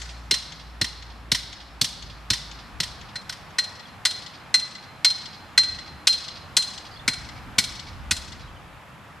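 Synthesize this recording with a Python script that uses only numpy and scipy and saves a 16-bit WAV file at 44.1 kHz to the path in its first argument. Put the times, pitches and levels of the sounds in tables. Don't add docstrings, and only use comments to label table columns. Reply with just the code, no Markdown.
import sys
import numpy as np
from scipy import signal
from scipy.fft import rfft, irfft
from scipy.io import wavfile
from scipy.ndimage import uniform_filter1d

SR = 44100
rng = np.random.default_rng(int(sys.argv[2]) if len(sys.argv) > 2 else 0)


def magnitude_from_level(level_db):
    exponent = np.asarray(level_db, float) / 20
    return 10 ** exponent


def dump(signal):
    limited = np.clip(np.atleast_2d(signal).T, -1, 1)
    pcm = np.round(limited * 32767).astype(np.int16)
    wavfile.write(sys.argv[1], SR, pcm)


N = 405719
LEAD = SR // 4
HIT = SR // 2
SHORT = HIT // 8
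BURST = HIT // 4

# start in seconds, peak level in dB, then hammer ring, post body and
# brightness in dB against the peak band.
FAR_BLOWS = [
    (0.3114, -7.5, -13.5, -16.5, -16.5),
    (0.8144, -12, -14.5, -15, -19),
    (1.3179, -7, -20, -16.5, -18.5),
    (1.814, -8, -35, -31, -16.5),
    (2.3036, -8, -16, -17.5, -19),
    (2.803, -12.5, -17, -17.5, -18.5),
    (3.2954, -21, -20, -14.5, -19.5),
]
NEAR_BLOWS = [(3.1574, -25.5, -6.5, -10, -16.5), (3.5855, -12.5, -13, -13.5, -16),
              (4.0532, -7, -15, -16, -16.5), (4.5427, -9, -7.5, -13.5, -13.5),
              (5.0473, -5.5, -9.5, -16.5, -16.5), (5.5782, -7, -6, -10.5, -15.5),
              (6.072, -3, -14.5, -21.5, -17.5), (6.5681, -5, -14, -18, -11.5),
              (7.0791, -10, -14.5, -8, -13), (7.5845, -4.5, -26.5, -16, -14),
              (8.111, -9, -22, -12.5, -11.5)]
EARLIER_BLOW = (-.1925, -4, -19, -13, -8)
# frequency in Hz, level in dB, T60 in seconds.
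POST_MODES = [(991, 7, 0.12), (1495, 13, 0.096), (1920, 6, 0.055), (2020, 11.5, 0.03), (2250, -14, .04),
              (2530, 0, 0.04), (2898, 2, 0.28), (3213, -0.5, 0.36), (3370, 2.5, 0.41), (3440, -4.5, 0.037),
              (3736, -12, 0.017), (4096, -3, 0.0064), (4510, -3, 0.0088), (4890, -6.5, 0.038),
              (5000, -9.5, 0.059), (5140, 5.5, 0.13), (5474, 1.5, 0.09), (5545, -15.5, 0.14),
              (6000, 2, 0.015), (6360, -10, 0.0073), (7040, -1, 0.0059), (7130, -5.5, 0.12),
              (7760, 0.5, 0.02), (8440, -0.5, 0.016), (8780, 0.5, 0.019), (9670, -2.5, 0.012),
              (10400, -39.5, 0.034), (12600, -41, .03), (13000, -41, .06), (13300, -25, .08)]
# frequency in Hz, level in dB.
HAMMER_PARTIALS = [(4136, 0), (4160, -8), (5670, -21.5), (12750, -46)]
# start in seconds, peak level in dB, frequency in Hz.
BENDS = [(0.3107, -11, 2130), (0.8138, -14, 1840), (1.3184, -20, 2210), (1.813, -21.5, 1590),
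         (2.3032, -12.5, 2000), (2.8014, -18, 1960), (3.1562, -20, 1900), (3.2959, -23, 1500),
         (3.5862, -6.5, 1904), (4.0532, -13.5, 1990), (4.5446, -5, 2006), (5.0479, -7.5, 2174),
         (5.5774, -6.5, 1920), (6.0716, -13, 2530), (6.5698, -20.5, 2500), (7.0788, -4.5, 2240),
         (7.5842, -5, 2247), (8.11, -7, 2530), (0.8165, -4, 4170), (1.816, -6.5, 4400), (5.048, -9, 3280),
         (7.5845, -25, 3420)]
# start in seconds, peak level in dB, centre in Hz,
# level of the upper knock in dB.
THUDS = [(0.313, -29, 301, -50), (0.811, -22, 129, -6), (1.318, -22, 124, -9.5), (1.813, -24, 129, -9),
         (2.303, -22, 127, -16), (2.803, -27, 129, -9), (4.545, -46, 116, 11), (6.571, -32.5, 328, -25),
         (7.077, -22, 132, -34), (7.579, -23.5, 127, -13), (8.11, -27, 161, -28)]
# delay in seconds, level in dB, smear in seconds,
# left minus right in dB.
FAR_WALLS = [(.029, -9, 0.0066, -0.5), (.034, -18, 0.0077, -1), (.072, -28.5, 0.0085, 10),
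             (.113, -31.5, 0.0051, 1), (.210, -28.5, 0.0009, 5.5), (.247, -53.5, 0.0079, 36),
             (.283, -33, 0.018, -2), (.298, -41.5, 0.023, -1), (.355, -46, 0.025, 5)]
NEAR_WALLS = [(.022, -42, 0.0032, -8), (.054, -18.5, 0.0052, 0), (.105, -30.5, 0.017, 2),
              (.133, -34, 0.009, 7), (.166, -32, 0.014, 5), (.209, -29, 0.0045, 5.5),
              (.240, -40, .006, -1.5), (.283, -37, .010, 0), (.297, -38, .010, -3.5),
              (.345, -45, 0.012, -3)]
# centre in Hz, level in dB, T60 in seconds.
YARD_TAIL = [(500, -26.5, 0.099), (1000, -32.5, 0.47), (1750, -23, 1), (4120, -18, 0.95), (7500, -20, 0.64),
             (12600, -8, 0.36)]
# start in seconds, length in seconds, level in dB.
SURGES = [
    (-.2, 0.57, -41),
    (0.567, 0.9, -47),
    (1.356, 0.26, -57),
    (1.67, 0.18, -47),
    (2.04, 0.63, -48.5),
]
# multiple of the base note, level in dB.
HUM_ORDERS = [(1, 0), (2, -17), (3, -20)]
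# start in seconds, length in seconds, frequency in Hz, level in dB.
DRONES = [
    (6.9, 1.3, 121, -50),
    (6.9, 1.3, 240, -56),
    (5.3, 1.3, 77, -51),
]
# start in seconds, length in seconds, from Hz, to Hz, level in dB.
CHIRPS = [(3.794, .018, 3100, 3600, -51), (3.826, .018, 3250, 3750, -55), (3.852, .012, 3500, 3200, -53),
          (6.911, .012, 4300, 5200, -47), (6.925, .012, 4900, 4500, -49), (6.936, .016, 4000, 5400, -44),
          (6.951, .013, 5400, 3900, -46), (6.957, .018, 3200, 3550, -46), (6.969, .014, 4150, 4400, -45),
          (6.992, .014, 3350, 3700, -48), (8.418, .03, 4150, 3750, -54), (8.45, .014, 3750, 4050, -53),
          (8.472, .02, 3250, 3150, -57), (8.555, .03, 3200, 2900, -57)]
# frequency in Hz, level in dB per Hz.
AIR_COLOUR = [(15, -41), (25, -18), (71, -3), (97, -5), (150, -4.5), (176, -15), (234, 0), (311, -18.5),
              (437, -15.5), (597, -13.5), (754, -10), (1170, -10.5), (2840, -22.5), (8460, -39.5),
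              (12500, -37), (16200, -61.5), (22000, -120)]
# frequency in Hz, side minus mid in dB.
AIR_SIDE = [(30, -10), (60, -7), (120, -8), (300, -12), (700, -10), (1500, -8), (3000, -7), (6000, -6),
            (12000, -14)]
# time in seconds, level in dB against its usual level.
TRAFFIC = [(0, 0), (1.6, -1.5), (2.5, 1), (3.5, 2), (4.8, 1), (6.5, 2), (7.6, 3), (8.5, 0.9), (9.2, 0.3)]
# middle in seconds, length in seconds, level in dB over calm.
GUSTS = [
    (0.406, 0.34, 6),
    (1.2, 0.94, 4.5),
    (2.038, 0.29, 8),
    (2.95, 0.73, 12.5),
    (3.5, 0.2, 2),
    (5.693, 0.39, 4.5),
    (6.3, 1.1, 2.5),
    (7.3, 0.88, 12),
    (8.15, 1.04, 18),
]


def fade(length, t60):
    return np.exp(-np.log(1000) * np.arange(length) / (np.maximum(t60, .002) * SR))


def band(x, lo_hz, hi_hz):
    return signal.sosfilt(signal.butter(2, [lo_hz, min(hi_hz, .45 * SR)], "bandpass", fs=SR, output="sos"), x)


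def unit(x):
    return x / np.sqrt(np.mean(x ** 2))


def walk(rate, size=N):
    hold = int(SR / rate)
    steps = np.repeat(rng.standard_normal(size // hold + 1), hold)
    return 1.3 * uniform_filter1d(uniform_filter1d(steps, hold), hold)[:size]


def hammer_ring(ring_db, ring_t60):
    t = np.arange(HIT) / SR
    phases = 2 * np.pi * rng.random(len(HAMMER_PARTIALS))
    swing = walk(45, size=HIT)
    wobble = .9 * swing[::-1]
    ring = sum(magnitude_from_level(db) * np.sin(2 * np.pi * hz * t + phase + wobble)
               for (hz, db), phase in zip(HAMMER_PARTIALS, phases))
    ring = magnitude_from_level(ring_db + 6.0) * ring * fade(HIT, ring_t60) * (1 - fade(HIT, 0.0073))
    return ring * magnitude_from_level(1.8 * swing)


def post_colour(bins, ring_db, body_db, bright_db):
    hz, db, t60 = np.repeat(np.transpose(POST_MODES), 3, axis=1)
    hz = hz * (1 + .018 * rng.standard_normal(len(hz)))
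    db = db + np.interp(np.log(hz), np.log([2300, 2900, 5390, 6700]), [body_db, 0, 0, bright_db + 4.5])
    lasting = .45
    width = np.log(1000) / (2 * np.pi * lasting * t60)
    peaks = (magnitude_from_level(db) * width)[:, None] ** 2 / (width[:, None] ** 2 + (bins - hz[:, None]) ** 2)
    dull_db = np.clip(.55 * (ring_db + 11.0), -5, 9)
    return np.sqrt(np.sum(peaks, axis=0)) * magnitude_from_level(np.interp(bins, [9500, 11500], [0, -dull_db]))


def blow(ring_db, body_db, bright_db, ring_t60, chatter_t60):
    scrape = rng.laplace(size=SHORT) * fade(SHORT, chatter_t60) * (1 - fade(SHORT, 0.013))
    chatter = rfft(scrape, 2 * SHORT)
    bins = np.arange(len(chatter)) * SR / (2 * SHORT)
    colour = post_colour(bins, ring_db, body_db, bright_db)
    ring = hammer_ring(ring_db, ring_t60)
    out = np.array([ring, magnitude_from_level(-8.5) * ring])
    for k, even in enumerate((.35, .75)):
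        post = band(irfft(colour * chatter / np.abs(chatter) ** even)[:SHORT], 570, 13000)
        out[k, :SHORT] += magnitude_from_level(20.5) * post / np.sqrt(np.sum(band(post, 2400, 8000) ** 2))
    return out


def ports(x, pan_db, lean_db, lead_db):
    treble = magnitude_from_level(lean_db) * band(x, 5500, 11000)
    side = treble + magnitude_from_level(lead_db) * (np.roll(x, -2) - np.roll(x, 2))
    return x * magnitude_from_level(np.array([[pan_db], [-pan_db]]) / 2) + side * np.array([[1], [-1]])


def hammering(blows, response, aim, chatter_t60, ring_t60):
    dry = np.zeros((2, LEAD + N + HIT))
    for s, peak_db, *colour in blows:
        start = LEAD + int((s - .0015) * SR)
        free_t60 = ring_t60 * np.exp(.04 * peak_db)
        dry[:, start:start + HIT] += magnitude_from_level(peak_db) * blow(*colour, free_t60, chatter_t60)
    direct = ports(dry[0], *aim)
    return direct[:, LEAD:LEAD + N] + signal.fftconvolve(dry[1:], response, axes=1)[:, LEAD:LEAD + N]


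def bends():
    out, t = np.zeros(N + HIT), np.arange(BURST) / SR
    for s, peak_db, hz in BENDS:
        note = np.sin(2 * np.pi * hz * t) * fade(BURST, 0.029) * (1 - fade(BURST, 0.021))
        out[int(s * SR):int(s * SR) + BURST] += magnitude_from_level(peak_db) * note
    return out[:N]


def thuds():
    out = np.zeros(N + HIT)
    for s, peak_db, hz, knock_db in THUDS:
        push = rng.standard_normal((2, BURST))
        thump = band(push[0] * fade(BURST, 0.072) * (1 - fade(BURST, 0.016)), hz / 3.04, hz * 1.46)
        thump = band(thump, 88, 4 * hz)
        knock = band(push[1] * fade(BURST, 0.057), 330, 800)
        both = thump / np.abs(thump).max() + magnitude_from_level(knock_db) * knock / np.abs(knock).max()
        out[int(s * SR):int(s * SR) + BURST] += magnitude_from_level(peak_db + 2.5) * both
    return np.array([out[:N], np.roll(out, 12)[:N]])


def yard(walls, tail_db, wide):
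    length = 3 * SR // 4
    out = np.zeros((2, length))
    spread = np.array([[1, wide], [1, -wide]])
    for delay, db, smear, lean_db in walls:
        slap = rng.standard_normal((2, BURST)) * fade(BURST, 4 * smear)
        slap = band(spread @ slap, 300 + 5500 * delay, 14000 / (1 + 6 * delay))
        slap = slap / np.sqrt(np.sum(slap ** 2, axis=1, keepdims=True))
        start = int(delay * SR)
        out[:, start:start + BURST] += slap * magnitude_from_level(db + np.array([[lean_db], [-lean_db]]) / 2)
    for hz, db, t60 in YARD_TAIL:
        noise = spread @ rng.standard_normal((2, length))
        scatter = unit(band(noise, hz / np.sqrt(2), hz * np.sqrt(2)))
        out += magnitude_from_level(db + tail_db - 34.5) * scatter * fade(length, t60) * (1 - fade(length, 0.026))
    return out


def hum():
    t = np.arange(N) / SR
    base_hz = 58.4 - 2.34 * np.maximum(t - 0.95, 0)
    turn = 2 * np.pi * np.cumsum(base_hz) / SR

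    def edge(x):
        return np.clip(x / 0.1, 0, 1)

    load = sum(magnitude_from_level(db) * edge(t - s) * edge(s + length - t) for s, length, db in SURGES)
    idle = magnitude_from_level(-49) * edge(2.8 - t)
    load = (load + idle) * magnitude_from_level(0.95 * walk(7.98))
    return np.sqrt(2) * load * sum(magnitude_from_level(db) * np.sin(k * turn) for k, db in HUM_ORDERS)


def drones():
    t, out = np.arange(N) / SR, 0
    for s, length, hz, db in DRONES:
        swell = np.sin(np.pi * np.clip((t - s) / length, 0, 1)) ** .5 * magnitude_from_level(db + 2.5 * walk(9.4))
        wavering_hz = hz * (1 + 0.0117 * walk(3.7))
        out = out + swell * np.sin(2 * np.pi * np.cumsum(wavering_hz) / SR)
    return out


def birds():
    song = np.zeros(N)
    for s, length, from_hz, to_hz, db in CHIRPS:
        n = int(length * SR)
        turn = 2 * np.pi * np.cumsum(np.linspace(from_hz, to_hz, n)) / SR
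        song[int(s * SR):int(s * SR) + n] += magnitude_from_level(db) * np.sqrt(np.hanning(n)) * np.sin(turn)
    song = song * magnitude_from_level(4.5 + 3 * walk(300))
    blur = rng.standard_normal((2, BURST)) * fade(BURST, .17) * magnitude_from_level(-31)
    return magnitude_from_level(-1) * song + signal.fftconvolve(song[None], blur, axes=1)[:, :N]


def air():
    t = np.arange(N) / SR
    traffic = np.interp(t, *np.transpose(TRAFFIC))
    wind = sum(db * np.exp(-(2 * (t - s) / length) ** 2) for s, length, db in GUSTS)
    rumble = -2.5 + wind
    low = 0.9 + 0.24 * wind + 0.6 * traffic
    colour_hz, colour_db = np.transpose(AIR_COLOUR)
    width_hz, width_db = np.transpose(AIR_SIDE)
    out = 0
    for hz in 25 * 2 ** np.arange(0, 9.1, .5):
        mid, side = unit(band(rng.standard_normal((2, N)), hz / 2 ** .25, hz * 2 ** .25))
        db = np.interp(np.log(hz), np.log(colour_hz), colour_db)
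        side_db = np.interp(np.log(hz), np.log(width_hz), width_db)
        motion = rumble if hz < 100 else low if hz < 350 else traffic
        flicker = min(2.5, 300 / hz + 0.35) * walk(11)
        level = magnitude_from_level(db + 10 * np.log10(hz) + motion + flicker)
        out = out + level * (mid + magnitude_from_level(side_db) * side * np.array([[1], [-1]]))
    return magnitude_from_level(-71.5) * out


def scene():
    far_yard = yard(FAR_WALLS, tail_db=0.61, wide=0.33)
    near_yard = yard(NEAR_WALLS, tail_db=-2.5, wide=0.32)
    # pan, treble lean and time lead towards the left port, all in dB
    far = hammering([EARLIER_BLOW, *FAR_BLOWS], far_yard, aim=(-.5, -20, -28.5),
                    chatter_t60=0.043, ring_t60=.26)
    near = hammering(NEAR_BLOWS, near_yard, aim=(.9, -15.5, -25.5), chatter_t60=0.058, ring_t60=.42)
    note = bends()
    lean_db = 4 * (np.arange(N) > 3.1 * SR) * np.array([[1], [-1]]) / 2
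    note = note * magnitude_from_level(lean_db) + magnitude_from_level(-3.0) * signal.fftconvolve(note[None], near_yard, axes=1)[:, :N]
    return far + near + note + thuds() + air() + hum() + birds() + drones()


def roll_off(x):
    return signal.sosfilt(signal.butter(12, 15630, fs=SR, output="sos"), x)


def record(dry):
    loud = .93 * dry / (1 + dry ** 4) ** .25
    strong = np.clip(uniform_filter1d(np.abs(loud), size=1024) / 0.06, 0, 1) ** 2
    edge = signal.cheby1(10, 1, 13100, fs=SR, output="sos")
    kept = signal.sosfiltfilt(edge, loud)
    top = magnitude_from_level(-7) * strong * band(loud - kept, 14000, 14200)
    return roll_off(kept + top)


dry = scene()
out = record(dry)
dump(out)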